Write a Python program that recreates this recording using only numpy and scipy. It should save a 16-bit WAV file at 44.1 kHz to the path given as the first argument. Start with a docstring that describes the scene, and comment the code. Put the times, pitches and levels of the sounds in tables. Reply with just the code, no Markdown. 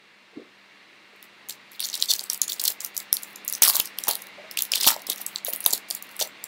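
"""A quiet room: gloved hands pick up a foil pack, tear it open and crinkle it close to a microphone.
Creases snap as bright fizz plus a sagging ring; tiny creases rustle as band-wise grains of noise.
The seam zips as rapid slips into resonances; the pack's body pops and soft knocks sound as short tones.
A fan hisses as coloured noise and hums in wavering sines; random taps form the room's echo.
The microphone overloads at the loudest snaps: one-way clicks and a lopsided clip."""
import sys
import numpy as np
from scipy import signal
from scipy.io import wavfile
from scipy.ndimage import uniform_filter1d

SR = 44100
rng = np.random.default_rng(int(sys.argv[2]) if len(sys.argv) > 2 else 0)


def file_out(sig):
    """Save sig as 16-bit WAV at sys.argv[1]."""
    # one column per channel
    cols = np.atleast_2d(sig).T
    # limit, then scale
    lim = np.clip(cols, -1, 1)
    pcm = np.round(lim * 32767).astype(np.int16)
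    wavfile.write(sys.argv[1], SR, pcm)


N = 285327


def gain_of(db):
    """Decibels to amplitude gain."""
    return 10 ** (np.asarray(db) / 20)


def evened(x):
    """Scales to rms 1."""
    return x / np.sqrt(np.mean(x ** 2) + 1e-20)


def read(points, hz):
    """Interpolates (hz, value) points on a log frequency axis."""
    point_hz, value = np.transpose(points)
    return np.interp(np.log(hz + 1), np.log(point_hz + 1), value)


def add(mix, start_s, sound):
    """Mixes a sound in at start_s, cut at the end of the mix."""
    part = mix[round(start_s * SR):][:len(sound)]
    part += sound[:len(part)]


def resonate(x, hz, width_hz):
    """Two-pole resonance with peak gain 1."""
    return signal.lfilter(*signal.iirpeak(min(hz, .45 * SR), hz / width_hz, SR), x)


def high_pass(x, hz):
    """Steep bass cut: thin foil gives no bass."""
    return signal.sosfilt(signal.butter(8, hz, "high", fs=SR, output="sos"), x)


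def low_pass(x, hz):
    """Steep linear-phase band limit."""
    return signal.oaconvolve(x, signal.firwin(511, hz, window=("kaiser", 9), fs=SR), "same")


def coloured(x, points, size):
    """Gives x a spectrum frame by frame; returns bin hz, frame s, frames."""
    hz, t_s, frames = signal.stft(x, SR, nperseg=size)
    return hz[:, None], t_s, frames * gain_of(read(points, hz))[:, None]


LEAD_S = .008  # time before the flip


def snap(ring_db, ring_hz, fizz_db, length_ms, noise):
    """A crease flips: bright fizz leads the panel's ring, which sags in pitch."""
    t_s = np.arange(len(noise)) / SR - LEAD_S
    u = np.maximum(t_s, 0) / (length_ms / 1000)

    # single noise samples vary each crease's colour and phase
    fizz_hz = 12000 * np.exp(0.22 * np.tanh(noise[1]))
    fizz = resonate(high_pass(noise, 9750), fizz_hz, 10600)
    upper_hz = ring_hz * (1.49 + 0.16 * np.tanh(noise[2]))
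    blur = resonate(noise[::-1], ring_hz, 1400) + .5 * resonate(noise[::-1], upper_hz, 1600)
    cycles = np.cumsum(ring_hz * (1 + 0.1519 * np.exp(-u / 0.12))) / SR
    clear = np.exp(-length_ms / 2.24)  # a long snap is several flips, which blur the ring
    tone = np.sin(2 * np.pi * cycles + noise[0])
    ring = np.sqrt(2 * clear) * tone + np.sqrt(1 - clear) * evened(blur)

    halo = .03 * np.exp(-abs(t_s) / .002)  # faint halo around the flip
    fits = evened(uniform_filter1d(np.roll(noise, len(noise) // 2), 20))
    jerks = np.exp(0.29 * fits - .2)  # the flip goes in fits

    def shape(rise, fall):
        return jerks * np.sqrt(2) * (1 - np.exp(-u / rise)) ** 2 * np.exp(-(u / fall) ** 2) + halo

    ring = high_pass(ring * shape(0.17, 0.75), min(3300, 0.74 * ring_hz))
    fizz = high_pass(evened(fizz) * shape(0.1, 0.52), 3000)
    return gain_of(ring_db) * ring + gain_of(fizz_db) * fizz


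# crimped edge ticking open: start_s, end_s, ticks_per_s, start_fizz_db, end_fizz_db
EDGE_TICKS = (5.4725, 5.508, 240, -21, -23)
TICK_RING_HZ, TICK_RING_REL_FIZZ_DB, TICK_MS = 4300, -18, 2.0


def ratchet():
    """Evenly spaced, fading ticks of a crimped edge, as snap rows."""
    start_s, end_s, per_s, db0, db1 = EDGE_TICKS
    rows = []
    for s in np.arange(start_s, end_s, 1 / per_s):
        fizz_db = np.interp(s, (start_s, end_s), (db0, db1))
        rows.append((s, fizz_db + TICK_RING_REL_FIZZ_DB, TICK_RING_HZ, fizz_db, TICK_MS))
    return rows


LESSER_PER_S, LESSER_SPREAD_DB = 45, 8
LESSER_RING_REL_DB, LESSER_FIZZ_REL_DB = 6, 6  # over the squeeze's level
LESSER_LOW_HZ, LESSER_HIGH_HZ, LESSER_MID_MS = 3790, 7550, 3.66


def lesser_snaps():
    """Random snap rows: up to ten creases flip in a squeeze, at levels that follow it."""
    rows = []
    squeeze_draws = rng.random((len(SQUEEZES), 10, 6))
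    for (start_s, end_s, db0, db1, dull_db), draws in zip(SQUEEZES, squeeze_draws):
        for k, (at, ring, fizz, tone, size, spare) in enumerate(draws):
            if k + spare >= LESSER_PER_S * (end_s - start_s):
                continue
            db = db0 + at * (db1 - db0)
            ring_db = db + dull_db + LESSER_RING_REL_DB + LESSER_SPREAD_DB * (2 * ring - 1)
            ring_hz = LESSER_LOW_HZ * (LESSER_HIGH_HZ / LESSER_LOW_HZ) ** tone
            fizz_db = db + LESSER_FIZZ_REL_DB + LESSER_SPREAD_DB * (2 * fizz - 1)
            length_ms = LESSER_MID_MS * 2 ** (2 * size - 1)
            rows.append((start_s + at * (end_s - start_s), ring_db, ring_hz, fizz_db, length_ms))
    return rows


# clear crease snaps, levels of the wave crests: start_s, ring_db, ring_hz, fizz_db, length_ms
CLEAR_SNAPS = [(1.161, -65, 7900, -52, 3), (1.2266, -43, 3540, -37, 3.9), (1.4871, -35, 6770, -26, 1.9),
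               (1.4948, -23, 7500, -29, 4.2), (1.717, -43, 7960, -38, 3.5), (1.795, -24.5, 3550, -54, 2.6),
               (1.8038, -17.5, 3520, -13.5, 1.4), (1.855, -14, 6600, -29, 1.2),
               (1.8874, -19, 4170, -42, 1.7), (1.8997, -22, 6100, -40, 1.4), (1.9396, -20, 4200, -41, 5),
               (1.9773, -16, 4500, -38, 0.83), (2.0012, -24, 7080, -33, 1.5), (2.0243, -5, 4070, -35, 1.23),
               (2.078, -32, 7500, -51, 2.8), (2.1122, -4.5, 4105, -10, 1.3), (2.116, -6.5, 4310, -33, 1.4),
               (2.137, -14, 4140, -13, 1.4), (2.1936, -15, 4610, -18, 1.1), (2.209, -25, 6200, -33, 1.8),
               (2.2386, -28.5, 7800, -24, 3.2), (2.2994, -10, 5650, -16, 2.44),
               (2.332, -19, 7800, -16, 1.9), (2.3442, -24, 7060, -24, 1.8), (2.376, -36, 7500, -24, 2.3),
               (2.4162, -10.5, 6840, -12, 3.3), (2.4793, -20, 6800, -36, 3.4),
               (2.5198, -21.5, 3630, -23.5, 3), (2.5291, -23.5, 6960, -38, 5.2),
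               (2.5952, -20, 4350, -26, 8.5), (2.6387, -14, 7100, -9.5, 2.3),
               (2.651, -17.5, 4440, -16, 9.5), (2.6772, -12.5, 4110, -11.5, 7.7),
               (2.701, -26.5, 6930, -19, 6.6), (2.8044, -23, 7160, -33, 4.5),
               (2.8466, -18.5, 6200, -16, 3.7), (2.9657, -19.5, 6170, -39, 3.2),
               (2.977, -14.5, 7490, -18.5, 2.3), (3.001, -26, 4740, -31, 3.6),
               (3.1284, -7.5, 5380, -1.5, 1.57), (3.14, -23, 7500, -25, 2.4),
               (3.1683, -19.5, 4430, -18, 2.6), (3.223, -44, 2770, -30, 2.2),
               (3.2319, -26.5, 7230, -28, 4.7), (3.358, -25.5, 6940, -48, 3.8),
               (3.4484, -37, 7800, -27, 3.4), (3.4787, -19.5, 7080, -16.5, 3.1),
               (3.4855, -21.5, 6260, -34, 2.9), (3.4984, -24, 4600, -17, 2.4),
               (3.5255, -24, 4750, -15, 2.9), (3.5347, -22, 5660, -25, 4.4), (3.5417, -25, 6260, -32, 1.9),
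               (3.55, -22.5, 6010, -36, 3.1), (3.6202, -6.5, 6120, -5.5, 6.5),
               (3.6381, -7.5, 6000, -2, 1.9), (3.65, -12, 5000, -7, 2.6), (3.6752, -14, 5270, -20, 5.3),
               (3.682, -20, 5940, 3, 0.95), (3.6992, -17, 4700, -6, 2), (3.7365, -23, 6240, -21, 2.3),
               (3.7473, -23, 7200, -17.5, 4.4), (3.753, -21.5, 5920, -14, 7.5),
               (3.766, -21, 7000, -12, 3.2), (3.799, -12.5, 7240, -0.5, 1.4), (3.801, -12.5, 3047, -19, 3),
               (3.8554, -28.5, 5670, -26, 5.2), (3.8731, -24, 5430, -33, 2.3),
               (3.9864, -17, 3280, -16, 1.8), (4.037, -20, 5760, -22, 3.2), (4.069, -31, 6240, -33, 4.5),
               (4.0828, -15.5, 5770, -1.5, 1.5), (4.089, -21.5, 6000, -11, 2.7),
               (4.1089, -20, 4260, -16.5, 6.2), (4.154, -21, 4050, -9, 1.23),
               (4.219, -40, 6000, -30.5, 6.2), (4.2692, -37.5, 3560, -31, 2.5),
               (4.5114, -26, 5210, -25, 2.7), (4.5725, -16, 2800, -21, 2.5), (4.5887, -11, 3443, -16, 2.9),
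               (4.6068, -18, 3440, -32, 0.87), (4.621, -17, 7160, -11, 3.8), (4.6342, -30, 7360, -20, 1.9),
               (4.651, -30.5, 3930, -25, 4), (4.7187, -9.5, 5150, -14, 2), (4.7358, -11, 3160, -39, 2.4),
               (4.7556, -16.5, 3850, -21, 4.6), (4.809, -17.5, 4910, -27, 6.8),
               (4.8316, -12, 4900, -27, 3.6), (4.844, -10, 3394, -26, 1), (4.865, -18, 3800, -9.5, 7.6),
               (4.8726, -9, 3430, -5.5, 7.3), (4.904, -21.5, 3730, -13.5, 4),
               (4.963, -28.5, 5300, -29, 2.7), (5.019, -37, 6000, -32, 2.85),
               (5.0682, -29, 4870, -17.5, 1.52), (5.0982, -18.5, 3880, -11.5, 6.1),
               (5.118, -19, 4500, -30, 2.2), (5.16, -27.5, 5620, -26, 1.5), (5.18, -33.5, 3960, -30, 4.3),
               (5.2127, -40, 7900, -25, 8.3), (5.2635, -21.5, 7950, -18.5, 3.7),
               (5.3593, -12.5, 4200, -40, 1.32), (5.3837, -29, 4400, -53, 2.5),
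               (5.4483, -25, 6750, -12.5, 2.5), (5.4657, -25.5, 3880, -29, 3.6),
               (5.5275, -29, 2830, -28, 2.3), (5.5338, -25, 4060, -14, 4.4), (5.561, -48, 5490, -19, 2),
               (5.6046, -41, 2800, -21.5, 4.1), (5.609, -35.5, 2540, -23, 2.7),
               (5.6417, -45, 7990, -17, 1.2), (5.6511, -24, 6120, -35, 2.1),
               (5.6613, -9.5, 3830, -2.5, 4.2), (5.7063, -21.5, 6950, -18, 2.9),
               (5.7271, -19, 7600, -17, 2.5), (5.7332, -10, 4680, -7, 3.8), (5.777, -28, 4420, -28, 4.4),
               (5.9028, -27, 5300, -18, 2.1), (5.909, -13.5, 4790, -23, 2.6),
               (5.9486, -27.5, 7450, -22.5, 6.5), (6.024, -32.5, 7100, -28, 3.8),
               (6.1654, -36, 7990, -20.5, 1.8), (6.2025, -22, 3670, -22, 1.26),
               (6.2099, -18, 3640, -34, 5.4), (6.2237, -14.5, 3690, -21, 2.96),
               (6.4396, -22.5, 7670, -24, 3.14)]


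def snaps():
    """All flipping creases: clear ones, edge ticks and lesser ones."""
    mix = np.zeros(N)
    for s, *row in CLEAR_SNAPS + ratchet() + lesser_snaps():
        add(mix, s - LEAD_S, snap(*row, rng.standard_normal(1100)))
    return mix


def grains(hz, per_s, length):
    """Noise bursts around hz at random moments, a few large, over faint steady hiss; length in samples."""
    size = gain_of(4.23 * np.minimum(rng.exponential(1, N), 4)) * (rng.random(N) < per_s / SR)
    bursts = signal.oaconvolve(size, signal.windows.hann(round(length)))[:N]
    hiss = .1
    return evened(resonate((bursts + hiss) * rng.standard_normal(N), hz, 0.89 * hz))


# squeezes setting off small creases: start_s, end_s, start_db, end_db, dull_db
# dull_db: creases under 8 kHz relative to the bright ones
SQUEEZES = [(1.205, 1.261, -73, -51, -3), (1.492, 1.563, -36, -59, -1.5), (1.712, 1.77, -55, -51, -1),
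            (1.801, 1.919, -35, -44.5, 1), (1.928, 2.057, -35, -38.5, -1), (2.096, 2.17, -28.5, -37.5, 1),
            (2.179, 2.279, -42, -46.5, -1), (2.294, 2.368, -36.5, -36, -1.5), (2.417, 2.458, -34, -44, -1),
            (2.477, 2.548, -34.5, -39.5, -1), (2.56, 2.595, -50, -46, -2), (2.595, 2.725, -33.5, -34, -2.5),
            (2.801, 2.882, -36.5, -44, -4.5), (2.94, 3.031, -47, -47, -3), (3.128, 3.257, -49, -50, -5),
            (3.27, 3.333, -46, -56, -10), (3.476, 3.589, -47, -43, -2), (3.62, 3.718, -11.5, -25, -2.5),
            (3.728, 3.815, -25.5, -34.5, -1.5), (3.795, 3.885, -37.5, -46, -2), (3.973, 4.08, -52, -39, -5),
            (4.08, 4.175, -21, -44.5, -1), (4.187, 4.268, -43, -64, -4), (4.512, 4.57, -48, -62, -3),
            (4.571, 4.681, -30, -54, 1.5), (4.686, 4.722, -54, -52, -3), (4.716, 4.799, -32.5, -32, 2),
            (4.8, 4.863, -29.5, -23, 0), (4.872, 4.954, -15, -38, -2.5), (4.964, 5.065, -50, -65, 1),
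            (5.065, 5.134, -45, -31, 5), (5.15, 5.229, -56, -36, -4), (5.261, 5.392, -48, -49, -11),
            (5.455, 5.515, -31, -48, -4), (5.53, 5.625, -33.5, -63, -6), (5.627, 5.721, -45, -34.5, -2),
            (5.728, 5.799, -25.5, -55, 0.5), (5.883, 5.985, -47, -45, -1.5), (6.02, 6.18, -65, -48, -5),
            (6.192, 6.275, -27.5, -44.5, -1.5)]
# foil crease colour: freq_hz, density_db (per Hz)
FOIL_COLOUR = [(2000, -51), (2800, 4.5), (3400, 6.5), (4500, 8), (6000, -1), (8500, 2), (11000, -0.5),
               (15500, 8)]
# body scuffle colour: centre_hz, level_db
BODY_BANDS = ((300, -10.5), (550, -4.5), (1000, -2.5), (1600, -5.5), (2300, 6.0))
SCUFFLE_DB, SCUFFLE_GROWTH = -18.5, 0.8  # level: offset plus this share of the squeeze's start_db
PATCHY_DB = 4.5  # rms colour drift as the foil changes shape


def rustle():
    """Random tiny creases, separate grains per band, over the dull scuffle of the pack's body."""
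    bands_hz = np.geomspace(3000, 14000, num=7)
    creases = sum(grains(hz, 420, 34.2) * np.sqrt(hz) for hz in bands_hz)
    frames = coloured(creases, FOIL_COLOUR, size=128)[2]
    patches = uniform_filter1d(rng.standard_normal(frames.shape), size=4, axis=0)
    patches = evened(uniform_filter1d(patches, size=24, axis=1))
    creases = signal.istft(frames * gain_of(PATCHY_DB * patches), SR, nperseg=128)[1][:N]
    creases = evened(creases)
    bright = signal.sosfiltfilt(signal.butter(2, 8000, "high", fs=SR, output="sos"), creases)
    body = sum(gain_of(db) * resonate(grains(hz, 600, 150), hz, hz) for hz, db in BODY_BANDS)

    bright_level, dull_level, body_level = np.zeros((3, N))
    for start_s, end_s, db0, db1, dull_db in SQUEEZES:
        n = round((end_s - start_s) * SR)
        edge = np.minimum(np.arange(n) / 40, np.arange(n)[::-1] / 400)
        edge = np.minimum(edge, 1)  # sudden start, softer end
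        level_db = np.linspace(db0, db1, n)
        body_db = SCUFFLE_DB + SCUFFLE_GROWTH * db0 + level_db - db0
        add(bright_level, start_s, edge * gain_of(level_db))
        add(dull_level, start_s, edge * gain_of(dull_db + level_db))
        add(body_level, start_s, edge * gain_of(body_db))
    return bright * bright_level + (creases - bright) * dull_level + evened(body) * body_level


# resonances the slips ring: freq_hz, width_hz, level_db
SEAM_MODES = [(3570, 150, 17), (4330, 170, 8.5), (5700, 300, 0), (7000, 370, -13), (11400, 3400, -17)]


def seam(x):
    """The stretched seam's resonances in parallel, without bass."""
    return high_pass(sum(gain_of(db) * resonate(x, hz, width_hz) for hz, width_hz, db in SEAM_MODES), 4070)


def zip_up(start_s, end_s, db0, db1, rate0, rate1):
    """Quick, uneven slips and some scrape ring the stretched seam."""
    n = round((end_s - start_s) * SR)
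    wander = uniform_filter1d(rng.standard_normal(n), 30)
    rate = np.linspace(rate0, rate1, n) * (1 + 0.5 * wander)
    slips = np.diff(np.floor(np.cumsum(rate) / SR), prepend=0)
    slips = slips * gain_of(0.83 * rng.standard_normal(n))
    drive = slips * np.sqrt(SR / rate0) + .5 * rng.standard_normal(n)
    drive = np.pad(drive * gain_of(np.linspace(db0, db1, n)), (0, 300))  # room to ring out
    return seam(drive) / np.std(seam(rng.standard_normal(4000)))


# seam peeling: start_s, end_s, start_db, end_db, start_slips_per_s, end_slips_per_s
PEELS = [(1.837, 1.853, -30, -25.5, 800, 800), (2.084, 2.109, -31.5, -14.5, 1660, 1180),
         (2.492, 2.5, -34, -24.5, 1200, 1100), (4.848, 4.869, -42, -21, 760, 1200),
         (6.218, 6.228, -24, -23.5, 1800, 1100)]


def zips():
    """The seam peels in fast slips."""
    mix = np.zeros(N)
    for row in PEELS:
        add(mix, row[0], zip_up(*row))
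    return mix


def pop(level_db, hz, length_ms, noise, rough_share):
    """A soft push: a few cycles, roughened by narrow noise."""
    t_s = np.arange(len(noise)) / SR
    rough = resonate(resonate(resonate(noise, hz, hz), hz, hz), hz, hz)
    wave = np.sin(2 * np.pi * hz * t_s) + rough_share * evened(rough)
    u = t_s / (length_ms / 1000)
    swell = np.exp(-((u - .4) / np.where(u < .4, .2, .45)) ** 2)
    return gain_of(level_db) * wave * swell


# pack and cards flexing: start_s, level_db, pitch_hz
BODY_POPS = [(1.132, -50, 460), (2.214, -39.5, 620), (3.618, -28.5, 800), (3.64, -26, 1814),
             (3.656, -35, 1110), (3.676, -27.5, 1070), (3.697, -30, 970), (3.748, -30.5, 970),
             (3.766, -33, 890), (4.07, -34.5, 830), (4.081, -27.5, 800), (4.09, -24.5, 710),
             (4.106, -31.5, 676), (4.731, -39, 730), (4.763, -37, 880), (4.863, -23.5, 615),
             (4.866, -23, 320), (4.871, -23.5, 880), (4.882, -22, 1254), (4.901, -22.5, 1340),
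             (4.917, -28, 1180), (4.961, -35, 684), (5.087, -34.5, 587), (5.101, -34, 412),
             (5.198, -39, 724), (5.481, -29.5, 570), (5.533, -43, 280), (5.661, -21.5, 720),
             (5.729, -28.5, 500), (5.906, -39, 698), (5.735, -39, 304), (6.211, -27.5, 588),
             (6.22, -31.5, 670)]


def pops():
    """The pack and cards flex in short rough pushes."""
    mix = np.zeros(N)
    for s, *row in BODY_POPS:
        add(mix, s, pop(*row, 7.1, rng.standard_normal(3000), rough_share=1.0))
    return mix


# soft hollow knocks away from the pack: start_s, level_db, pitch_hz, length_ms
SOFT_KNOCKS = [(.325, -51.5, 447, 20), (0.353, -42, 332, 32), (.366, -33, 276, 19), (.374, -39, 420, 16),
               (0.389, -41, 408, 19), (.410, -43, 384, 23), (4.371, -40.5, 595, 45), (4.43, -44, 627, 35)]


def knocks():
    """Soft hollow knocks: longer, smoother pushes than the pops."""
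    mix = np.zeros(N)
    for s, *row in SOFT_KNOCKS:
        add(mix, s, pop(*row, rng.standard_normal(4000), rough_share=0.46))
    return mix


# clicks of the overloaded microphone: start_s, peak_db
OVERLOAD_CLICKS = [(2.1133, -39), (3.1285, -50), (3.62, -19), (3.8001, -18), (4.083, -20.5), (4.873, -28),
                   (5.662, -33), (5.734, -41)]


def overload_clicks():
    """One-way clicks of the overloaded microphone at the hardest snaps, half a millisecond, full-band."""
    mix = np.zeros(N)
    for s, db in OVERLOAD_CLICKS:
        add(mix, s, -gain_of(db) * signal.windows.hann(24))
    return mix


# decay per band: freq_hz, t60_s
ROOM_T60 = [(300, 0.28), (1000, 0.21), (4000, 0.15), (9000, 0.097), (16000, 0.11)]
# echo energy per band: freq_hz, level_db
ROOM_COLOUR = [(300, -7.5), (1000, -3.5), (4000, -14), (9000, -3.5), (16000, -9)]


def room(x):
    """Sparse taps of random sign, each band dying at its own speed; three tails take turns."""
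    out = np.zeros(N)
    turn = 2 * np.pi * 9 * np.arange(N) / SR
    for k in range(3):
        taps = np.zeros(SR // 2)
        at = np.arange(130, SR // 2 - 10, 10)
        taps[at + rng.integers(0, 10, len(at))] = rng.choice([-1., 1.], len(at))
        taps[:470] *= .45  # faint near echoes until the first wall answers after 11 ms
        hz, t_s, frames = coloured(taps, ROOM_COLOUR, size=128)
        t60_s = read(ROOM_T60, hz)
        even = np.sqrt(10 * 2 * 3 * np.log(10) / (t60_s * SR))  # equal energy per band before colour
        tail = signal.istft(frames * even * gain_of(-60 * t_s / t60_s), SR, nperseg=128)[1]
        share = np.sqrt(2 / 3) * np.cos(turn + k * 2 * np.pi / 3)
        out = out + signal.oaconvolve(x * share, tail)[:N]
    return out


# air noise colour: freq_hz, density_db (per Hz)
FAN_COLOUR = [(30, -51), (60, -32), (120, -12.5), (200, -10.5), (300, -5), (600, -9), (1100, -5),
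              (1500, -6.5), (2100, 0), (3100, -8.5), (4000, -7.5), (5500, -19), (8000, -26), (11000, -31.5),
              (16000, -37)]
# slow swell, hiss level in 1.5-2.5 kHz: time_s, level_db
FAN_SWELL = [(0.0, -58.5), (3.73, -50), (6.47, -51)]
# thin tones, rms before the swell: freq_hz, level_db
FAN_TONES = [(199.2, -72.5), (592.2, -77), (2202, -82), (2767, -69), (3763, -107), (8296, -90)]


def fan():
    """Air noise with drifting patches and thin wavering tones, both following a slow swell."""
    hz, _, frames = coloured(rng.standard_normal(N), FAN_COLOUR, size=2048)
    patches = uniform_filter1d(rng.standard_normal(frames.shape), 14, 0)
    patches = evened(uniform_filter1d(patches, 4, 1))
    frames = frames * gain_of(0.83 * patches)
    band = (hz[:, 0] > 1500) & (hz[:, 0] < 2500)
    air = evened(signal.istft(frames, SR, nperseg=2048)[1][:N])
    air = air * np.linalg.norm(frames) / np.linalg.norm(frames[band])  # rms 1 in the band

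    t_s = np.arange(N) / SR
    swell_db = np.interp(t_s, *np.transpose(FAN_SWELL))
    tones = np.zeros(N)
    for tone_hz, db in FAN_TONES:
        waver = evened(uniform_filter1d(rng.standard_normal(N), 6000))  # 1 dB and 0.032 cycle rms
        wave = np.sin(2 * np.pi * (tone_hz * t_s + 0.032 * waver))
        tones = tones + np.sqrt(2) * gain_of(db + 1.0 * waver) * wave
    return air * gain_of(swell_db) + tones * gain_of(swell_db - swell_db[0])


def scene():
    """Pack and knocks with their room echo, the fan, and the microphone's overload clicks."""
    close = snaps() + rustle() + zips() + pops() + knocks()
    heard = close + room(close) + fan() + overload_clicks()
    return heard[None]


CAPSULE_HZ, EDGE_HZ = 15800, 16990


def record(dry):
    """The capsule's treble limit, a lopsided hard overload, then the band limit."""
    clipped = np.clip(low_pass(dry[0], CAPSULE_HZ), -.88, .84)
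    return low_pass(clipped, EDGE_HZ)[None]


dry = scene()
out = record(dry)
file_out(out)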